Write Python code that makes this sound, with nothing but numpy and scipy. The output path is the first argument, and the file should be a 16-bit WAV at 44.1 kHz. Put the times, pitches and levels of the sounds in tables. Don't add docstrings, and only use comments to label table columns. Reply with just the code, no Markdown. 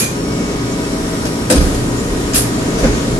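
import sys
import numpy as np
from scipy import signal
from scipy.io import wavfile

SR = 44100
rng = np.random.default_rng(int(sys.argv[2]) if len(sys.argv) > 2 else 0)


def put_to_file(sound):
    columns = np.atleast_2d(sound).T
    safe = np.clip(columns, -1, 1)
    whole_steps = np.round(safe * 32767)
    wavfile.write(sys.argv[1], SR, whole_steps.astype(np.int16))


N = 140679

# (time [s], rumble [dB], roar [dB], hiss [dB], top hiss [dB])
FAN_LEVELS = [(0.0, -34, -19.5, -28, -36), (0.22, -28.5, -23, -29, -37), (0.35, -31, -19.5, -27, -37),
              (0.59, -30.5, -22, -27.5, -37), (1.04, -31, -22.5, -27.5, -33.5), (1.52, -29, -21, -27, -34),
              (1.71, -21, -19.5, -25.5, -31), (1.9, -28, -19, -27, -34), (2.18, -25, -20.5, -26.5, -33.5),
              (2.51, -27.5, -19.5, -25.5, -34), (2.82, -24.5, -17, -25.5, -34), (3.02, -28, -19, -25, -34),
              (3.19, -20, -19.5, -27, -33.5)]
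FAN_SPLITS_HZ = [90, 800, 7500]
# (frequency [Hz], relative density [dB per Hz])
FAN_SPECTRUM = [(14, -35), (24, -7.5), (65, -5), (87, -12), (114, -1.5), (148, -2.5), (170, -3), (194, 0.5),
                (290, -4.5), (314, -4.5), (400, -5.5), (567, -11.5), (631, -14), (684, -16.5), (968, -25.5),
                (1140, -20), (1230, -23), (1570, -24.5), (2220, -29), (2410, -30), (7030, -31.5),
                (11100, -40.5), (14500, -48)]
FAN_PATCHY_DB = [0.86, 0.96, 0.82, 0.34]

# (time [s], level [dB rms])
HUM_LEVELS = [(0.0, -29), (0.5, -43), (0.64, -26), (1.04, -41), (1.3, -26), (1.34, -35.5), (1.74, -31),
              (1.82, -18), (1.88, -26), (1.95, -18), (2.02, -35), (2.25, -27.5), (2.38, -32), (2.46, -17),
              (2.53, -31.5), (2.64, -23), (2.69, -52), (2.92, -21.5), (3.03, -39), (3.14, -19), (3.19, -29)]
HUM_HZ = 120
# (time [s], level [dB rms])
WHINE_LEVELS = [(0.0, -60), (.23, -56), (.26, -36), (.29, -41), (.32, -36), (.36, -43), (.42, -34),
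                (.48, -42), (.53, -39), (.62, -43), (.71, -39), (.85, -42), (1.4, -44), (1.7, -47),
                (2.6, -46), (2.9, -42), (3.19, -43)]
WHINE_HZ, WHINE_LATER_HZ, WHINE_JITTER_HZ = 2225, 2185, 18
WHINE_DROP_S = 0.8

# (multiple, level [dB rms])
SHAFT_ORDERS = [(2, -37), (6, -30.5), (8, -37), (9, -29), (10, -26), (11, -33), (12, -35), (14, -34),
                (16, -36), (19, -40.5), (26, -43.5), (34, -39.5), (43, -47.5), (44, -39.5)]
SHAFT_HZ, SHAFT_WOBBLE = 28.43, 0.0006
ORDER_SCATTER = 0.3
STEADY_TONES_HZ = [414, 646, 1890, 5432, 5491, 6860, 7690]
# (level at first [dB rms], level after the second handle is drawn [dB rms], waver [dB])
STEADY_TONE_LEVELS = [(-32, -32, 1.5), (-37, -37, 4), (-46, -44, 3), (-46, -54, 1.0), (-43, -47, .5),
                      (-56, -45, 2), (-49, -55, 2)]
MOTOR_START_S, MOTOR_RISE_S, ORDER_WAVER_DB = 0.122, 0.044, 1
SECOND_DRAW_S, CHANGE_S = 1.45, 0.22

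# (time [s], length [s], frequency [Hz], width [Hz], level [dB])
HISSES = [(.71, .04, 6600, 600, -35), (0.827, 0.045, 2630, 40, -36.5), (1.945, 0.088, 7000, 600, -32),
          (2.576, .04, 7340, 500, -33), (2.9, 0.13, 6500, 700, -34)]

# (time [s], frequency [Hz], level [dB], time to fade by 60 dB [s])
CABINET_BOOMS = [(1.544, 32, -10.5, 0.78), (1.55, 65.7, -5.5, 0.434), (2.081, 33.2, -25, .5),
                 (2.341, 60, -25, 0.53), (2.811, 46.6, -8.5, 0.3), (2.864, 63, -17, 0.61),
                 (3.101, 51.3, -18.5, 0.39)]
BOOM_RISE_S = 0.031

# (time [s], rise [s], time to fade by 60 dB [s], left over right [dB],
# body [dB], mid [dB], presence [dB], treble [dB],
# first ring [Hz], width [Hz], level [dB], second ring [Hz], width [Hz], level [dB])
HANDLE_CLACKS = [(0.0, 0.00059, 0.28, 1.5, -40, -24, -16.5, -15, 12500, 1500, -16, 11040, 900, -19),
                 (0.002, 0.0033, 0.7, -1.2, -46, -36, -41, -39, 6460, 1480, -14.5, 2430, 130, -19.5),
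                 (0.024, .002, 0.26, 0, -48, -46, -32, -40, 11200, 1200, -29, 2460, 130, -29),
                 (1.252, 0.0018, 0.23, 1, -45, -29.5, -25, -30, 577, 40, -16, 6100, 700, -29),
                 (1.4986, 0.0014, 0.37, 1.5, -17.5, -19, -16.5, -19.5, 1570, 300, -27, 7950, 400, -20),
                 (1.5, .002, 0.21, -3.5, -40, -31, -33, -30, 3840, 300, -30, 9100, 800, -14.5),
                 (1.51, .001, .15, 0, -46, -46, -33, -33, 5370, 400, -24, 9030, 500, -15),
                 (1.556, 0.0027, 0.33, 0, -43, -29.5, -28.5, -48, 3830, 300, -36, 9030, 800, -21),
                 (1.503, 0.0051, 0.61, 1.5, -12, -42, -33, -45, 557, 58.7, -18.5, 239, 50, -24),
                 (1.601, 0.01, 0.69, 1.5, -23.5, -30, -35, -32, 194, 39.6, -13.5, 4900, 600, -46),
                 (1.745, 0.006, 0.066, 1, -48, -36, -27.5, -31, 382, 60, -21, 7000, 900, -43.5),
                 (2.333, 0.002, 0.25, 4, -35, -27, -23.5, -34, 5040, 800, -25, 6400, 1200, -22),
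                 (2.345, 0.017, 0.32, 2, -38, -25, -22, -12.5, 2440, 150, -36, 9200, 500, -22),
                 (2.3432, 0.001, 0.34, -0.5, -43, -34, -21.5, -18.5, 11800, 900, -25, 10300, 500, -22),
                 (2.379, .001, 0.18, 0, -40, -41, -36, -25, 11600, 700, -30, 5200, 300, -34),
                 (2.775, 0.014, 0.73, 3, -25, -31, -27, -33.5, 630, 80, -23, 5560, 900, -33),
                 (2.83, 0.015, 0.35, -1, -13, -20, -26.5, -55, 730, 159, -16.5, 2020, 400, -28)]
# (low edge [Hz], high edge [Hz])
CLACK_BANDS_HZ = [(140, 496), (700, 2600), (2500, 5940), (8000, 13700)]
# (frequency [Hz], width [Hz], level [dB])
HANDLE_RESONANCES = [(248, 86, 3.5), (509.5, 22, 8), (1500, 400, 5), (2437, 120, 3), (4870, 530, -5),
                     (6500, 260, -3.5), (8600, 110, -3), (10700, 700, -3)]
RATTLE_PER_S, RATTLE_SPREAD_DB = 9000, 0.5
CLUMP_DB, CLUMP_HZ = 1, 93
RING_FADE = 1.88

# (frequency [Hz], likeness [-1 to 1])
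EAR_LIKENESS = [(60, 0.93), (130, 0.94), (290, 0.99), (620, 0.35), (1360, -0.23), (2970, -0.22),
                (6490, 0.056), (14200, -0.2)]
# (frequency [Hz], left over right [dB])
EAR_BALANCE = [(60, -1), (110, 0), (200, -0.5), (370, 2), (680, 0), (1250, 1.5), (2290, 0.5), (4210, 1),
               (7720, 4.5), (14200, -13.5)]
MIC_STEP_HZ, MIC_STEP_DB, CUTOFF_HZ = 11950, -12, 14750


def from_db(db):
    return 10 ** (np.asarray(db) / 20)


def rms_one(x):
    return x / np.sqrt(np.mean(x ** 2) + 1e-20)


def at_hz(points, hz):
    table = np.array(points)
    return np.interp(np.log(hz), np.log(table[:, 0]), table[:, 1])


def drift(rate_hz):
    step = 40
    r = np.exp(-2 * np.pi * step * rate_hz / SR)
    noise = rng.standard_normal(N // step + 2002)
    slow = signal.lfilter([1], [1, -2 * r, r * r], noise)[2000:]
    return np.interp(np.arange(N) / step, np.arange(len(slow)), rms_one(slow - slow.mean()))


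def band(x, low_hz, high_hz):
    edges = [low_hz, min(high_hz, 0.45 * SR)]
    return signal.sosfilt(signal.butter(2, edges, "band", fs=SR, output="sos"), x)


def resonance(x, hz, width_hz):
    r = np.exp(-np.pi * width_hz / SR)
    feed = np.array([1, 0, -1]) * (1 - r * r) / 2
    feedback = [1, -2 * r * np.cos(2 * np.pi * hz / SR), r * r]
    return signal.lfilter(feed, feedback, x)


def stereo(mid, side, hz):
    alike = np.clip(at_hz(EAR_LIKENESS, hz), -1, 1)
    left_db = at_hz(EAR_BALANCE, hz) / 2
    shared = np.sqrt(1 + alike) * mid
    opposed = np.sqrt(1 - alike) * side * [[1], [-1]]
    return (shared + opposed) * from_db([[left_db], [-left_db]]) / np.sqrt(2)


def strike(start, rise, t60):
    t = np.arange(N) / SR - start
    attack = np.clip(t / max(rise, 1e-4), 0, 1)
    return attack * from_db(-60 * np.clip(t - rise, 0, 2) / t60)


def fans():
    times, *levels_db = np.transpose(FAN_LEVELS)
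    groups = np.zeros((4, 2, N))
    edges = 24 * 2 ** np.arange(0, 9.4, 1 / 3)
    settle = SR // 2
    white = rng.standard_normal((2, 2, N + settle))
    together = drift(3.0)
    for k, (low, high) in enumerate(zip(edges, edges[1:])):
        mid, side = band(white[k % 2], low, high)[:, settle:]
        hz = np.sqrt(low * high)
        group = np.searchsorted(FAN_SPLITS_HZ, hz)
        flicker_db = FAN_PATCHY_DB[group] * (0.23 * together + drift(6.0))
        groups[group] += from_db(at_hz(FAN_SPECTRUM, hz) + flicker_db) * stereo(mid, side, hz)
    t, out = np.arange(N) / SR, 0
    for level_db, noise in zip(levels_db, groups):
        out = out + from_db(np.interp(t, times, level_db)) * rms_one(noise)
    return out


def mains_hum():
    t = np.arange(N) / SR
    phase = 2 * np.pi * (HUM_HZ * t + rng.random())
    level = from_db(np.interp(t, *np.transpose(HUM_LEVELS)))
    return np.sqrt(2) * level * stereo(np.sin(phase), np.cos(phase), HUM_HZ)


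def whine():
    t = np.arange(N) / SR
    dropped = np.clip((t - WHINE_DROP_S) / CHANGE_S, 0, 1)
    hz = WHINE_HZ + dropped * (WHINE_LATER_HZ - WHINE_HZ) + WHINE_JITTER_HZ * drift(25)
    phase = 2 * np.pi * np.cumsum(hz) / SR
    rough = stereo(np.sin(phase), np.cos(phase), WHINE_HZ) * from_db(1.5 * drift(30))
    return from_db(np.interp(t, *np.transpose(WHINE_LEVELS))) * rms_one(rough)


def motor():
    t, out = np.arange(N) / SR, 0
    wobbly_time = np.cumsum(1 + SHAFT_WOBBLE * drift(2.35)) / SR
    running = np.clip((t - MOTOR_START_S) / MOTOR_RISE_S, 0, 1)
    changed = np.clip((t - SECOND_DRAW_S) / CHANGE_S, 0, 1)
    lines = [(k * SHAFT_HZ, ORDER_SCATTER, db, db, ORDER_WAVER_DB) for k, db in SHAFT_ORDERS]
    lines += [(hz, 1, *row) for hz, row in zip(STEADY_TONES_HZ, STEADY_TONE_LEVELS)]
    for hz, scatter, first_db, later_db, waver_db in lines:
        phase = 2 * np.pi * (hz * wobbly_time + scatter * rng.standard_normal())
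        level_db = first_db + (later_db - first_db) * changed + waver_db * drift(9.6)
        out = out + np.sqrt(2) * from_db(level_db) * stereo(np.sin(phase), np.cos(phase), hz)
    return out * running


def narrow_hisses():
    t, out = np.arange(N) / SR, 0
    white = rng.standard_normal((2, N))
    for start, length, hz, width, db in HISSES:
        narrow = rms_one(resonance(resonance(white, hz, width), hz, width))
        swell = np.sin(np.pi * np.clip((t - start) / length, 0, 1))
        out = out + from_db(db) * narrow * swell
    return out


def booms():
    t, out = np.arange(N) / SR, 0
    for start, hz, db, t60 in CABINET_BOOMS:
        wave = from_db(db) * strike(start, BOOM_RISE_S, t60) * np.sin(2 * np.pi * hz * (t - start))
        out = out + stereo(wave, -wave, hz)
    return out


def handle_rattle():
    size_db = RATTLE_SPREAD_DB * np.minimum(rng.exponential(1, (2, N)), 5)
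    clicks = from_db(size_db) * rng.choice([-1, 1], (2, N))
    touching = rng.random((2, N)) < RATTLE_PER_S / SR
    return clicks * touching * from_db(CLUMP_DB * drift(CLUMP_HZ))


def clacks():
    rattle = handle_rattle()
    coloured = rattle
    for hz, width, db in HANDLE_RESONANCES:
        coloured = coloured + from_db(db) * resonance(rattle, hz, width)
    envelopes, out = [], 0
    for row in HANDLE_CLACKS:
        start, rise, t60, left_db = row[:4]
        envelopes.append(strike(start, rise, t60) * from_db([[left_db / 2], [-left_db / 2]]))
    for k, (low, high) in enumerate(CLACK_BANDS_HZ):
        mid, side = rms_one(band(band(coloured, low, high), low / 2, high * 2))
        level = sum(from_db(row[4 + k]) * e for row, e in zip(HANDLE_CLACKS, envelopes))
        out = out + level * stereo(mid, side, np.sqrt(low * high))
    for row, envelope in zip(HANDLE_CLACKS, envelopes):
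        for hz, width, db in (row[8:11], row[11:14]):
            mid, side = rms_one(resonance(resonance(rattle, hz, width), hz, width))
            out = out + from_db(db) * envelope ** RING_FADE * stereo(mid, side, hz)
    return out


def scene():
    return fans() + mains_hum() + whine() + motor() + narrow_hisses() + booms() + clacks()


def record(dry):
    x = signal.sosfilt(signal.butter(4, 22, "high", fs=SR, output="sos"), dry)
    below = signal.sosfiltfilt(signal.butter(12, MIC_STEP_HZ, fs=SR, output="sos"), x)
    stepped = below + from_db(MIC_STEP_DB) * (x - below)
    clipped = np.clip(stepped, -0.97, 0.97)
    return signal.sosfilt(signal.ellip(12, 0.5, 80, CUTOFF_HZ, fs=SR, output="sos"), clipped)


dry = scene()
out = record(dry)
put_to_file(out)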